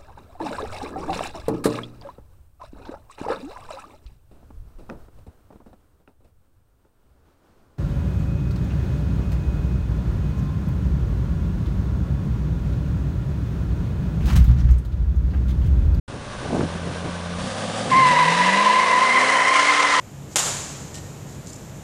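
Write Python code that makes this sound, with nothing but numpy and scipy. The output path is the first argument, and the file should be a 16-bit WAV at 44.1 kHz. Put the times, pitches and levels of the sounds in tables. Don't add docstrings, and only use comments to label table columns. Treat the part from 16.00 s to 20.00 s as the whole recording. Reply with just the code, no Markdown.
import sys
import numpy as np
from scipy import signal
from scipy.fft import rfft, irfft, next_fast_len
from scipy.io import wavfile
from scipy.ndimage import map_coordinates

SR = 44100
rng = np.random.default_rng(int(sys.argv[2]) if len(sys.argv) > 2 else 0)


def digitize_waveform(pressure):
    field = np.atleast_2d(pressure).T
    bounded = np.clip(field, -1, 1)
    quanta = np.round(bounded * 32767).astype(np.int16)
    wavfile.write(sys.argv[1], SR, quanta)


N = 176400

# time_s, firings_per_s
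ENGINE_SPEED = [(.08, 57), (.36, 57.5), (.62, 85), (.92, 85), (1.0, 87), (1.37, 87), (1.5, 99), (1.8, 108),
                (2.0, 133), (2.25, 161), (2.5, 189), (2.7, 213), (2.95, 227), (3.21, 256), (3.5, 281),
                (3.73, 294), (4.0, 286)]
# strength_db, lateness (firing intervals)
CYLINDERS = [(6.5, 0), (6.5, 0.11), (4, -.05), (2.5, 0.12), (6, .02), (0.5, -.06), (4.5, 0.097), (-2, -.04)]
SLIP_S, RAGGED_RISE_S = 1.912, 0.4007


def amp(db):
    return 10 ** (np.asarray(db) / 20)


def unit(x):
    return x / np.sqrt(np.mean(x ** 2) + 1e-20)


def clock():
    return np.arange(N) / SR


def curves(rows):
    s, *cols = np.transpose(rows)
    return [np.interp(clock(), s, c) for c in cols]


def ramp(start_s, length_s):
    return np.clip((clock() - start_s) / length_s, 0, 1)


def wobble(rate):
    return unit(map_coordinates(rng.standard_normal(8192), [clock() * rate + 2], mode="mirror"))


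def phase_of(hz):
    return 2 * np.pi * np.cumsum(hz) / SR


def coloured(x, points):
    m = 2 * next_fast_len(N)
    f, db = np.transpose(points)
    log_f = np.log(np.fft.rfftfreq(m, 1 / SR) + 1)
    gain_db = np.interp(log_f, np.log(f + 1), db)
    cepstrum = irfft(np.log(amp(gain_db)))
    cepstrum[1:m // 2] *= 2
    cepstrum[m // 2 + 1:] = 0
    return irfft(rfft(x, m) * np.exp(rfft(cepstrum)))[:N]


def noise(points):
    return unit(coloured(rng.standard_normal(N), points))


def throb(pulses, decay_s, depth):
    bursts = unit(signal.lfilter([1], [1, -np.exp(-1 / (SR * decay_s))], pulses))
    return unit(1 + abs(depth) * bursts)


def firings(scatter_db, jitter):
    rate, = curves(ENGINE_SPEED)
    count = np.cumsum(rate) / SR
    k = np.arange(1, int(count[-1]))
    strength_db, late = np.array(CYLINDERS)[k % len(CYLINDERS)].T
    chance = rng.standard_normal((len(k), 2))
    at = np.searchsorted(count, k + late + jitter * chance[:, 0])
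    at = np.clip(at, 0, N - 1)
    strength = amp(strength_db + scatter_db * chance[:, 1]) / np.sqrt(rate[at])
    return np.bincount(at, strength, N)


def boom():
    # time_s, firing_tone_db, octave_db
    boom_levels = [(.08, -44, -47), (.4, -50, -41), (.65, -35.5, -35), (1.35, -37, -33),
                   (1.55, -37.5, -44.5), (1.85, -36.5, -52), (2.1, -31, -56), (2.42, -28, -46),
                   (2.65, -33.5, -61), (2.9, -44, -48), (3.25, -41.5, -36.5), (3.45, -44, -37),
                   (3.7, -37.5, -53), (4, -41, -50)]
    phase = phase_of(curves(ENGINE_SPEED)[0])
    out = np.zeros(N)
    for k, db in enumerate(curves(boom_levels), 1):
        level = amp(db + 1.1 * wobble(14))
        out += level * np.sqrt(2) * np.sin(k * phase + 0.14 * wobble(25))
    return out


def exhaust(pulses):
    # time_s, level_db
    exhaust_level = [(.08, -45.5), (.38, -45.5), (.6, -39.5), (1.35, -39), (1.5, -37), (1.85, -32),
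                     (2.1, -39.5), (2.6, -45.5), (3.3, -43.5), (4, -50)]
    # freq_hz, gain_db
    pipe_colour = [(30, -31), (70, -21), (130, -5), (185, 2.5), (250, 1.5), (350, -13.5), (450, -5.5),
                   (540, -2), (700, -2), (900, -13), (1500, -21), (3000, -45), (8000, -75)]
    return amp(curves(exhaust_level)[0]) * unit(coloured(pulses, pipe_colour))


def engine_bay(pulses):
    # time_s, level_db
    fan_level = [(.08, -39.5), (.2, -38.5), (.45, -35.5), (1.36, -34), (1.42, -32), (1.8, -29.5),
                 (2.1, -32), (4, -33.5)]
    # freq_hz, gain_db
    idle_colour = [(240, -27), (400, -7.5), (607, -0.5), (667, -19), (695, -10), (1170, -5), (1340, -12),
                   (1520, -6), (1880, -14.5), (3740, -16), (4960, -21.5), (5760, -20.5), (7740, -27),
                   (9100, -24.5), (10000, -25.5), (13000, -58), (22000, -120)]
    # freq_hz, gain_db
    revved_colour = [(240, -41.5), (400, -23.5), (538, 2.5), (591, -14), (753, -2.5), (885, -11),
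                     (1190, -6), (1420, -13.5), (1540, -9), (2340, -17), (3590, -13), (4170, -20.5),
                     (4580, -15), (4960, -19), (10000, -23.5), (13000, -60), (22000, -120)]
    # freq_hz, gain_db
    intake_colour = [(100, -29), (180, 1), (250, -1), (350, -19), (450, -5), (540, 3), (640, -5), (780, -5),
                     (1000, -19), (2500, -39.5)]
    opened = ramp(1.35, 0.098)
    rush = np.sqrt(1 - opened) * noise(idle_colour) + np.sqrt(opened) * noise(revved_colour)
    fan = amp(curves(fan_level)[0] + .6 * wobble(30.3)) * rush
    intake = amp(-35) * opened * (1 - ramp(SLIP_S, 0.91)) * noise(intake_colour)
    return (fan + intake) * throb(pulses, decay_s=.007, depth=.17)


def engine():
    pulses = firings(scatter_db=2.5, jitter=.02)
    return boom() + exhaust(pulses) + engine_bay(pulses)


def growl():
    # time_s, gain_db
    growl_gain = [(1.4, -69), (1.55, -50), (1.95, -40), (2.15, -41), (2.5, -40), (2.9, -39), (3.3, -40),
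                  (3.6, -45.5), (4, -44)]
    growl_orders = [4, 6, 7, 10, 11, 13, 14, 16, 18, 20, 22, 24, 25]
    order_levels = [-3, -6, -8.5, -4, -0.5, 4.5, -3.5, 0.5, 2, -1, -4.5, -3, -1.5]
    # freq_hz, gain_db
    growl_colour = [(60, -25), (105, -13), (165, 1), (280, -6.5), (345, -10), (400, -10.5), (460, -2.5),
                    (545, 3), (700, -2.5), (1000, 1)]
    cycle_hz = curves(ENGINE_SPEED)[0] / len(CYLINDERS)
    phase = phase_of(cycle_hz)
    hz, colour_db = np.transpose(growl_colour)
    out = np.zeros(N)
    for k, db in zip(growl_orders, order_levels):
        resonance_db = np.interp(np.log(k * cycle_hz), np.log(hz), colour_db)
        level = amp(db + resonance_db + 2 * wobble(12))
        start_phase = 2 * np.pi * rng.random()
        out += level * np.sin(k * phase + start_phase + 0.52 * wobble(22.18))
    return np.sqrt(2) * amp(curves(growl_gain)[0]) * out


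def stick_slip(wander_hz, jitter_hz, overtone_spread_hz):
    # time_s, pitch_hz
    squeal_pitch = [(1.91, 1074), (1.94, 1022), (1.975, 1066), (2.04, 1020), (2.15, 973), (2.22, 1005),
                    (2.4, 984), (2.48, 993), (2.58, 1003), (2.66, 1012), (2.83, 1028), (3.08, 1016),
                    (3.35, 1024), (3.5, 1033), (3.62, 1030), (3.8, 1037), (4, 1013)]
    # time_s, fundamental_db, overtone_reference_db
    squeal_levels = [(1.92, -14, -27), (1.98, -12.5, -21.5), (2.06, -14.5, -23), (2.09, -16.5, -21.5),
                     (2.24, -13, -24), (2.33, -21, -26), (2.55, -21, -22), (2.67, -17, -25),
                     (2.82, -16.5, -26.5), (3.02, -18, -23.5), (3.16, -21.5, -20.5), (3.5, -20, -20.5),
                     (3.72, -21, -22), (3.85, -22, -24.5), (4, -17, -23.5)]
    # multiple of the pitch, level_db relative to the overtone reference
    squeal_overtones = [(2, -1), (3, -16.5), (4, -19.5)]
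    ragged = 0.2424 + 0.7526 * ramp(SLIP_S, RAGGED_RISE_S)
    unsteady_hz = wander_hz * wobble(45) + jitter_hz * wobble(280)
    phase = phase_of(curves(squeal_pitch)[0] + ragged * unsteady_hz)
    first_db, reference_db = curves(squeal_levels)

    def grip():
        flutter = (amp(3.5) - 1) * ragged * (0.83 * wobble(70) + 0.58 * wobble(190))
        return unit(np.abs(1 + flutter))

    overtones = np.zeros(N)
    for k, db in squeal_overtones:
        rasp = phase_of(overtone_spread_hz * wobble(420))
        overtones += amp(db) * grip() * np.sin(round(k) * phase + rasp)
    fundamental = amp(first_db) * grip() * np.sin(phase)
    return np.sqrt(2) * (fundamental + amp(reference_db) * overtones)


def squeal():
    near = stick_slip(wander_hz=8.08, jitter_hz=17.84, overtone_spread_hz=53)
    far = stick_slip(wander_hz=24.05, jitter_hz=37.4, overtone_spread_hz=65)
    share = 0.56 * ramp(SLIP_S, RAGGED_RISE_S)
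    build = ramp(SLIP_S, 0.0074)
    return build * (near + share * far) / np.sqrt(1 + share ** 2)


def scrub():
    # time_s, level_db
    scrub_level = [(1.88, -34), (1.95, -26), (2.04, -26), (2.1, -21.3), (2.14, -25), (2.45, -22),
                   (2.85, -24.5), (3.3, -21), (3.52, -22.5), (3.6, -22.5), (4, -25)]
    # freq_hz, gain_db
    approach_colour = [(120, -40), (280, -6.5), (380, -17.5), (540, 1.5), (680, -2), (850, -6),
                       (1150, -0.5), (1400, -7.5), (1660, 4), (1830, -0.5), (2150, -5), (2400, -3),
                       (2800, -2), (3200, -9.5), (3900, -6.5), (4400, -12), (5000, -12), (7000, -17.5),
                       (10000, -21)]
    # freq_hz, gain_db
    alongside_colour = [(120, -39.5), (230, -17.5), (330, -9), (530, -3.5), (640, -1), (760, 0), (900, -5),
                        (1200, .5), (1500, -2.5), (1850, 3), (2300, -4.5), (2750, -7), (3050, -6.5),
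                        (3600, -14.5), (4200, -15.5), (5500, -13), (7500, -18), (10000, -20)]
    # freq_hz, gain_db
    arch_colour = [(300, -27), (800, -15), (1250, 14), (1600, 4.5), (3100, 1.5), (5000, -4.5), (6400, -4.5),
                   (10000, -16)]
    tears_per_s = 420
    tears = 1. * (rng.random(N) < tears_per_s / SR)
    alongside = ramp(2.78, .45)
    rubber = np.sqrt(1 - alongside) * noise(approach_colour) + np.sqrt(alongside) * noise(alongside_colour)
    tread = amp(curves(scrub_level)[0]) * ramp(SLIP_S - .025, 0.018) * rubber
    arch = amp(-23) * ramp(3.52, 0.031) * noise(arch_colour)
    tearing = throb(tears, decay_s=.0025, depth=.36)
    return (tread + arch) * tearing * amp(0.55 * wobble(40))


def puffs():
    # centre_s, half_width_s (to 1/e of the peak), level_db at the peak
    gusts = [(.14, 0.043, -33), (.45, 0.044, -32), (.54, 0.057, -25), (.595, 0.065, -23.5),
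             (.76, 0.028, -32), (.89, 0.057, -30), (1.065, 0.029, -25.5), (1.87, 0.032, -33),
             (1.97, 0.049, -24.5)]
    # freq_hz, gain_db
    puff_colour = [(25, -31), (70, -7), (140, 3.5), (290, 1), (450, -5), (750, -9), (1200, -23),
                   (3000, -41)]
    t = clock()
    power = sum(amp(db) ** 2 * np.exp(-2 * ((t - s) / width) ** 2) for s, width, db in gusts)
    return np.sqrt(power) * unit(noise(puff_colour) * amp(2.8 * wobble(130)))


def thumps():
    # centre_s, peak_db, half_width_s (to the zero crossing)
    pushes = [(0.1375, -22, 0.00097), (.533, -12, 0.00041), (0.5516, -14, 0.00047), (0.5689, -11, 0.00054),
              (.596, -8.5, 0.00077), (0.6089, -15, 0.00022), (0.637, -13, 0.00084), (2.111, -17, 0.0012),
              (2.19, -31, 0.0021), (2.39, -36, 0.0016), (2.479, -37, 0.0013)]
    out = np.zeros(N)
    for s, db, width in pushes:
        u = (clock() - s) / width
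        out += amp(db) * (u ** 2 - 1) * np.exp(-u ** 2 / 2)
    return out


def rumble():
    # time_s, level_db
    rumble_level = [(.08, -39.5), (.5, -36.5), (1.3, -46), (1.42, -34), (1.55, -48), (1.86, -46),
                    (1.96, -43), (2.05, -44), (2.6, -56), (4, -55)]
    # freq_hz, gain_db
    rumble_colour = [(20, -6.5), (45, -4.5), (110, -3), (240, -6), (400, -17), (800, -42.5)]
    return amp(curves(rumble_level)[0]) * noise(rumble_colour)


def scene():
    car = engine() + growl() + squeal() + scrub()
    low_sounds = puffs() + thumps() + rumble()
    return (car + low_sounds)[None]


def record(dry):
    start_s, ceiling, top_hz = 0.0782, .7, 10150
    x = dry * ramp(start_s, .003)
    x = x / (1 + np.abs(x / ceiling) ** 4) ** (1 / 4)
    m = 2 * next_fast_len(N)
    band = np.clip((top_hz - np.fft.rfftfreq(m, 1 / SR)) / 150, 0, 1)
    return irfft(rfft(x, m) * band, m)[..., :N]


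dry = scene()
out = record(dry)
digitize_waveform(out)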